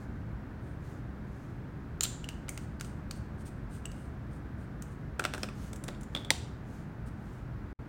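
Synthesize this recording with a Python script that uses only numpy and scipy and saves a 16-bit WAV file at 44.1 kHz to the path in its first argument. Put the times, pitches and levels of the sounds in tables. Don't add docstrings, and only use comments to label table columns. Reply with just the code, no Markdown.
import sys
import numpy as np
from scipy import signal
from scipy.fft import rfft, irfft
from scipy.io import wavfile
from scipy.ndimage import uniform_filter1d

SR = 44100
rng = np.random.default_rng(int(sys.argv[2]) if len(sys.argv) > 2 else 0)


def master_out(mix):
    frames = np.transpose(np.atleast_2d(mix))
    ceiling = np.clip(frames, -1, 1)
    pcm = np.round(ceiling * 32767).astype(np.int16)
    wavfile.write(sys.argv[1], SR, pcm)


N = 347680
TIME = np.arange(N) / SR
TOP_HZ = 16000
SIZE = 4096
FREQS = np.fft.rfftfreq(SIZE, 1 / SR)


def undb(db):
    return 10 ** (np.asarray(db) / 20)


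def unit(x):
    return x / np.sqrt(np.mean(x ** 2))


def contour(points, f):
    hz, value = np.transpose(points)
    return np.interp(np.log(f + 1), np.log(hz), value)


def resonance(f, hz, width, db):
    return undb(db) ** 2 / (1 + (2 * (f - hz) / width) ** 2)


def add(out, s, sound):
    start = int(round(s * SR))
    lo, hi = max(start, 0), min(start + len(sound), N)
    out[lo:hi] += sound[lo - start:hi - start]


def walk(rate):
    step = int(SR / rate)
    wander = np.repeat(rng.standard_normal(N // step + 1), step)
    for _ in range(2):
        wander = uniform_filter1d(wander, step)
    return unit(wander[:N])


def causal(gain):
    cepstrum = irfft(np.log(gain + 1e-9))
    cepstrum[1:SIZE // 2] *= 2
    cepstrum[SIZE // 2 + 1:] = 0
    return np.exp(rfft(cepstrum))


# (f/Hz, level/dB, 60 dB decay/s)
ROOM_TAIL = [(300, -5.5, 0.5), (610, -1.5, 0.32), (1350, -9, 0.39), (2500, -9.5, 0.5), (4000, -10, 0.53),
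             (7500, -9, 0.44), (11000, -12, 0.34), (15000, -8, .25)]


def room(x, wet_db, build_s=0.0038, early_db=-13, early_s=0.0087):
    t = TIME[:SR]
    f = np.fft.rfftfreq(SR, 1 / SR)
    noise = rfft(rng.standard_normal(SR))
    centres = [row[0] for row in ROOM_TAIL]
    build = 1 - np.exp(-t / build_s)
    scatter = rng.standard_normal(SR) * build * np.exp(-t / early_s)
    response = undb(early_db) * scatter / np.sqrt(np.sum(scatter ** 2))
    for (hz, db, t60), share in zip(ROOM_TAIL, np.eye(len(ROOM_TAIL))):
        band_gain = contour(list(zip(centres, share)), f)
        band = irfft(noise * band_gain, SR)
        fade = np.exp(-np.log(1000) * t / t60) * build
        response += undb(db + wet_db) * band * fade / np.sqrt(np.sum(fade ** 2))
    return signal.fftconvolve(x, response)[:N]


# (f/Hz, relative level/dB)
RUB_COLOUR = [(500, -39), (2500, 1), (5000, -1.5), (9300, -1.5), (11500, -9), (15000, -8)]


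def rubbing(strokes, grain_db=5.5, width_hz=900):
    out = np.zeros(N)
    for s, length, db, hz, lift_db in strokes:
        n = int(length * SR)
        f = np.fft.rfftfreq(n, 1 / SR)
        grains_db = grain_db * np.minimum(rng.exponential(size=n), 4)
        slips = rng.standard_normal(n) * undb(grains_db)
        colour = undb(contour(RUB_COLOUR, f)) * np.sqrt(1 + resonance(f, hz, width_hz, lift_db))
        swell = np.sin(np.linspace(0, np.pi, n))
        sound = undb(db) * unit(irfft(rfft(slips) * colour, n)) * swell
        add(out, s - length / 2, sound)
    return out


def contact(scrape_ms, bite=0.34, spread_ms=.7, order=91):
    t = TIME[:SIZE] * 1000 / scrape_ms
    force = rng.standard_normal(SIZE) * np.exp(-t) * (1 - np.exp(-t / bite))
    spectrum = rfft(force)
    lag = np.exp(-4j * np.pi * spread_ms * np.sqrt(FREQS / 1000))
    smooth = np.sqrt(uniform_filter1d(abs(spectrum) ** 2, order))
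    return lag * spectrum / causal(smooth)


FIRM_DB = -8.5
SCRAPE_DOUBLING_DB = 18.5
RING_DOUBLING_DB = 11.5


def blows(events, modes, deep_db, thud_db, dulling, air_db, firm_scrape_ms, damping_hz, wet_db, focus):
    direct, around = np.zeros(N), np.zeros(N)
    body = 1 + sum(resonance(FREQS, *mode) for mode in modes)
    body = np.sqrt(body / body[FREQS < TOP_HZ].mean())
    for s, db, hard_db, ring_hz, ring_db in events:
        light_db = FIRM_DB - db
        bass_db = thud_db + dulling * light_db
        scrape_ms = firm_scrape_ms * 2 ** (light_db / SCRAPE_DOUBLING_DB)
        ring_width_hz = damping_hz * 2 ** (-ring_db / RING_DOUBLING_DB)
        top_db = air_db + hard_db
        tone = contour([(60, bass_db + deep_db - 27.5), (250, bass_db + deep_db),
                        (550, bass_db), (1200, bass_db), (2100, 0), (4800, 0.0039),
                        (6200, hard_db), (9600, hard_db), (11000, top_db), (15500, top_db)], FREQS)
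        colour = causal(undb(db + tone) * body)
        ring = undb(ring_db) / (1 + 2j * (FREQS - ring_hz) / ring_width_hz)
        add(direct, s, irfft(colour * (contact(scrape_ms) + ring))[:SIZE // 2])
        ring_around = causal(np.sqrt(1 + abs(ring) ** 2) ** focus)
        add(around, s, irfft(colour * ring_around)[:SIZE // 2])
    return direct + room(around, wet_db)


# (f/Hz, relative level per Hz/dB)
AIR_COLOUR = [(22, -15.5), (36, -13.5), (46, 0), (72, 2), (86, -1.5), (140, 0.5), (195, -6.5), (290, -9),
              (480, -19), (1100, -24.5), (1550, -23.5), (3000, -41.5), (9000, -56), (11500, -58),
              (15000, -56)]
# (f/Hz, level/dB)
HUM_TONES = [(47.5, -62), (118.8, -54.5), (208.8, -55.5)]


def ventilation(air_db=-41.5, waver=0.57):
    gain = undb(contour(AIR_COLOUR, np.fft.rfftfreq(N, 1 / SR)))
    rush = unit(irfft(rfft(rng.standard_normal(N)) * gain, N))
    hum = np.zeros(N)
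    for hz, db in HUM_TONES:
        level = undb(db + 2 * walk(3)) * np.sqrt(2)
        hum += level * np.sin(2 * np.pi * hz * TIME + waver * walk(6))
    return rush * undb(air_db) + hum


# (middle t/s, length/s, level/dB)
SLEEVE_RUBS = [(0.018, 0.091, -68.5), (0.902, 0.23, -68), (1.4, 0.39, -73.5), (5.405, 0.18, -61.5),
               (5.63, 0.22, -61), (6.18, 0.13, -64), (6.749, 0.24, -68), (7.312, 0.31, -71.5)]


def sleeve_and_skin(cloth_hz=6500, cloth_db=2):
    return rubbing([(*rub, cloth_hz, cloth_db) for rub in SLEEVE_RUBS])


SQUEAK_HZ, SQUEAK_DB = 8800, 7.5
# (middle t/s, length/s, level/dB)
FINGER_GLIDES = [(0.68, 0.17, -74), (3.407, 0.061, -65), (3.472, 0.051, -56.5), (3.749, 0.12, -61.5),
                 (4.0, 0.22, -68), (4.346, 0.1, -69), (4.615, 0.1, -71.5), (4.923, 0.042, -68),
                 (7.077, 0.045, -63)]


def finger_glides():
    return rubbing([(*glide, SQUEAK_HZ, SQUEAK_DB) for glide in FINGER_GLIDES])


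# (t/s, level/dB, hardness/dB, ring f/Hz, ring level/dB)
WAND_CLICKS = [(2.0085, -4, -1.5, 7020, 24.5), (2.02, -22, 1, 6970, 22), (2.025, -16, 2, 7000, 14),
               (2.033, -11.5, 6.5, 7300, 10), (2.0355, -11.5, 6, 14200, 7), (2.0385, -12.5, 2, 7050, 26),
               (2.0435, -14, 3, 4100, 5.5)]
# (f/Hz, width/Hz, level over the contact noise/dB)
WAND_MODES = [(1400, 400, 10), (2964, 270, 8), (4200, 380, 11), (5570, 300, -5.5), (8500, 340, 5),
              (9250, 300, -0.5), (14400, 600, 8)]


def wand_clicks():
    return blows(WAND_CLICKS, WAND_MODES, deep_db=8.0, thud_db=-6.5, dulling=-.1, air_db=-8,
                 firm_scrape_ms=1.8, damping_hz=900, wet_db=-3.5, focus=0.64)


# (middle t/s, length/s, level/dB, resonance f/Hz, lift/dB)
WAND_SCRAPES = [(2.037, 0.015, -28, 7300, 19), (2.049, .02, -36, 3900, 16.5)]


def wand_scrapes():
    return rubbing(WAND_SCRAPES)


# (t/s, level/dB, hardness/dB, ring f/Hz, ring level/dB)
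CAP_CLICKS = [(2.0522, -9.5, -6, 3700, 8), (2.2425, -22, -2, 2930, 21), (2.2885, -12.5, -3, 2860, 12.4),
              (2.483, -17, -12, 3020, 3), (2.4907, -21, 3, 2220, 23.5), (2.492, -21, 11.5, 9400, 7),
              (2.576, -14.5, -2.5, 2350, 6.3), (2.798, -24.5, -3, 4600, 11), (2.8098, -11, -1.5, 1580, 4.3),
              (2.846, -22, -3.5, 8200, 1), (3.1102, -13.5, -1.5, 4430, 11), (3.8549, -23, 3, 2840, 23.4),
              (3.856, -28, 5, 7900, 18.4), (3.916, -26.5, -1.5, 4570, 4), (4.822, -24, 6.5, 13000, 6)]
# (f/Hz, width/Hz, level over the contact noise/dB)
CAP_MODES = [(1390, 280, 8.2), (2110, 270, 0.86), (2830, 300, 5.8), (4660, 180, 2), (6300, 750, 5.3),
             (7200, 480, 3.8), (8160, 420, 8.6), (9100, 260, 2.2), (14100, 750, 3.8)]


def cap_clicks():
    return blows(CAP_CLICKS, CAP_MODES, deep_db=1, thud_db=-2.5, dulling=0.27, air_db=-8.5,
                 firm_scrape_ms=1.0, damping_hz=550, wet_db=0.0, focus=1.0)


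def cap_twists(thread_bites_s=2.45, after_s=.055, length_s=.07, below_click_db=-51):
    twists = []
    for s, db, *_ in CAP_CLICKS:
        if s > thread_bites_s:
            twists.append((s + after_s, length_s, db + below_click_db, SQUEAK_HZ, SQUEAK_DB))
    return rubbing(twists)


# (t/s, level/dB, hardness/dB, ring f/Hz, ring level/dB)
TABLE_KNOCKS = [(5.194, -13.5, 5.5, 704, 8), (5.1965, -9, -25, 1440, 17.5), (5.221, -25, -14, 1490, 16),
                (5.2395, -8.5, -4.5, 2500, -1), (5.251, -1.5, -6.5, 1380, 14), (5.3368, -8, -5.5, 1690, 4),
                (5.347, -15, -3, 645, 3), (5.379, -22, 2, 1580, 10), (5.432, -6.5, -4, 5100, 14),
                (5.4873, -23, -5, 2520, 14)]
# (f/Hz, width/Hz, level over the contact noise/dB)
TABLE_MODES = [(333, 100, 8.5), (580, 68, 10.5), (716, 81, 9.5), (1370, 160, 8.5), (1700, 440, 8),
               (2560, 490, 9.5), (3400, 460, 5), (5800, 430, 6), (8300, 910, 4.5)]


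def table_knocks(rebound_s=.008, rebound_db=-12.5, rebound_hard_db=-1.5):
    rebounds = []
    for s, db, hard_db, ring_hz, ring_db in TABLE_KNOCKS:
        rebounds.append((s + rebound_s, db + rebound_db, hard_db + rebound_hard_db, ring_hz, ring_db / 2))
    return blows(TABLE_KNOCKS + rebounds, TABLE_MODES, deep_db=4, thud_db=2.5, dulling=0.56, air_db=-8.5,
                 firm_scrape_ms=1.6, damping_hz=473, wet_db=-2.0, focus=0.79)


# (t/s, level/dB, hardness/dB, ring f/Hz, ring level/dB)
BRUSH_TAPS = [(5.7308, -21, 3.5, 8000, 4), (5.7592, -29.5, 10.5, 14000, 6), (5.8385, -21.5, 5.5, 9800, 10),
              (5.881, -16.5, 0, 6940, 3), (5.886, -13.5, -9.5, 1870, 3), (5.9478, -28, -17, 3500, 4),
              (6.0097, -34, 9, 9900, 6), (6.032, -32.5, 8, 7000, 11), (6.1498, -10.5, -6, 3340, 20.3),
              (6.163, -15, -9, 3470, 16), (6.173, -18, -14.5, 3520, 17), (6.2476, -25, 0, 3420, 21)]
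# (f/Hz, width/Hz, level over the contact noise/dB)
BRUSH_MODES = [(540, 250, 4), (1390, 130, 1.9), (2240, 460, 5.2), (3530, 310, 6.2), (7600, 310, 2.6)]


def brush_taps():
    return blows(BRUSH_TAPS, BRUSH_MODES, deep_db=12, thud_db=7.5, dulling=-0.24, air_db=-10.0,
                 firm_scrape_ms=1.4, damping_hz=520, wet_db=0.5, focus=0.94)


# (t/s, level/dB, hardness/dB, ring f/Hz, ring level/dB)
HARD_CLACK = [(6.3047, 9, -4, 2000, 12), (6.31, -15.5, -10, 820, 11)]
# (f/Hz, width/Hz, level over the contact noise/dB)
CLACK_MODES = [(528, 59, 11.3), (696, 110, 6.7), (910, 78, 11), (3180, 310, 5.1), (3700, 130, 11),
               (4070, 150, 2.9), (4700, 400, 3.2), (5940, 300, 5.7), (7100, 320, 5.6), (7600, 300, 4),
               (8400, 400, 4), (10000, 490, 2.5), (14700, 750, 2.7)]


def hard_clack():
    return blows(HARD_CLACK, CLACK_MODES, deep_db=7.0, thud_db=4, dulling=0.78, air_db=-12.0,
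                 firm_scrape_ms=1.77, damping_hz=600, wet_db=-3.0, focus=0.4)


def scene():
    rubs = sleeve_and_skin() + finger_glides() + wand_scrapes() + cap_twists()
    handling = wand_clicks() + cap_clicks() + table_knocks() + brush_taps() + hard_clack()
    return (ventilation() + rubs + room(rubs, wet_db=2.0) + handling)[None]


# (start t/s, end t/s, level change/dB)
DROPOUT = (7.731, 7.789, -52)


def record(dry):
    start, end, db = DROPOUT
    inside = (TIME > start) & (TIME < end)
    gap = uniform_filter1d(inside * 1., size=128)
    top_cut = signal.ellip(8, .2, 70, TOP_HZ, fs=SR, output="sos")
    return signal.sosfilt(top_cut, dry * undb(db * gap))


dry = scene()
out = record(dry)
master_out(out)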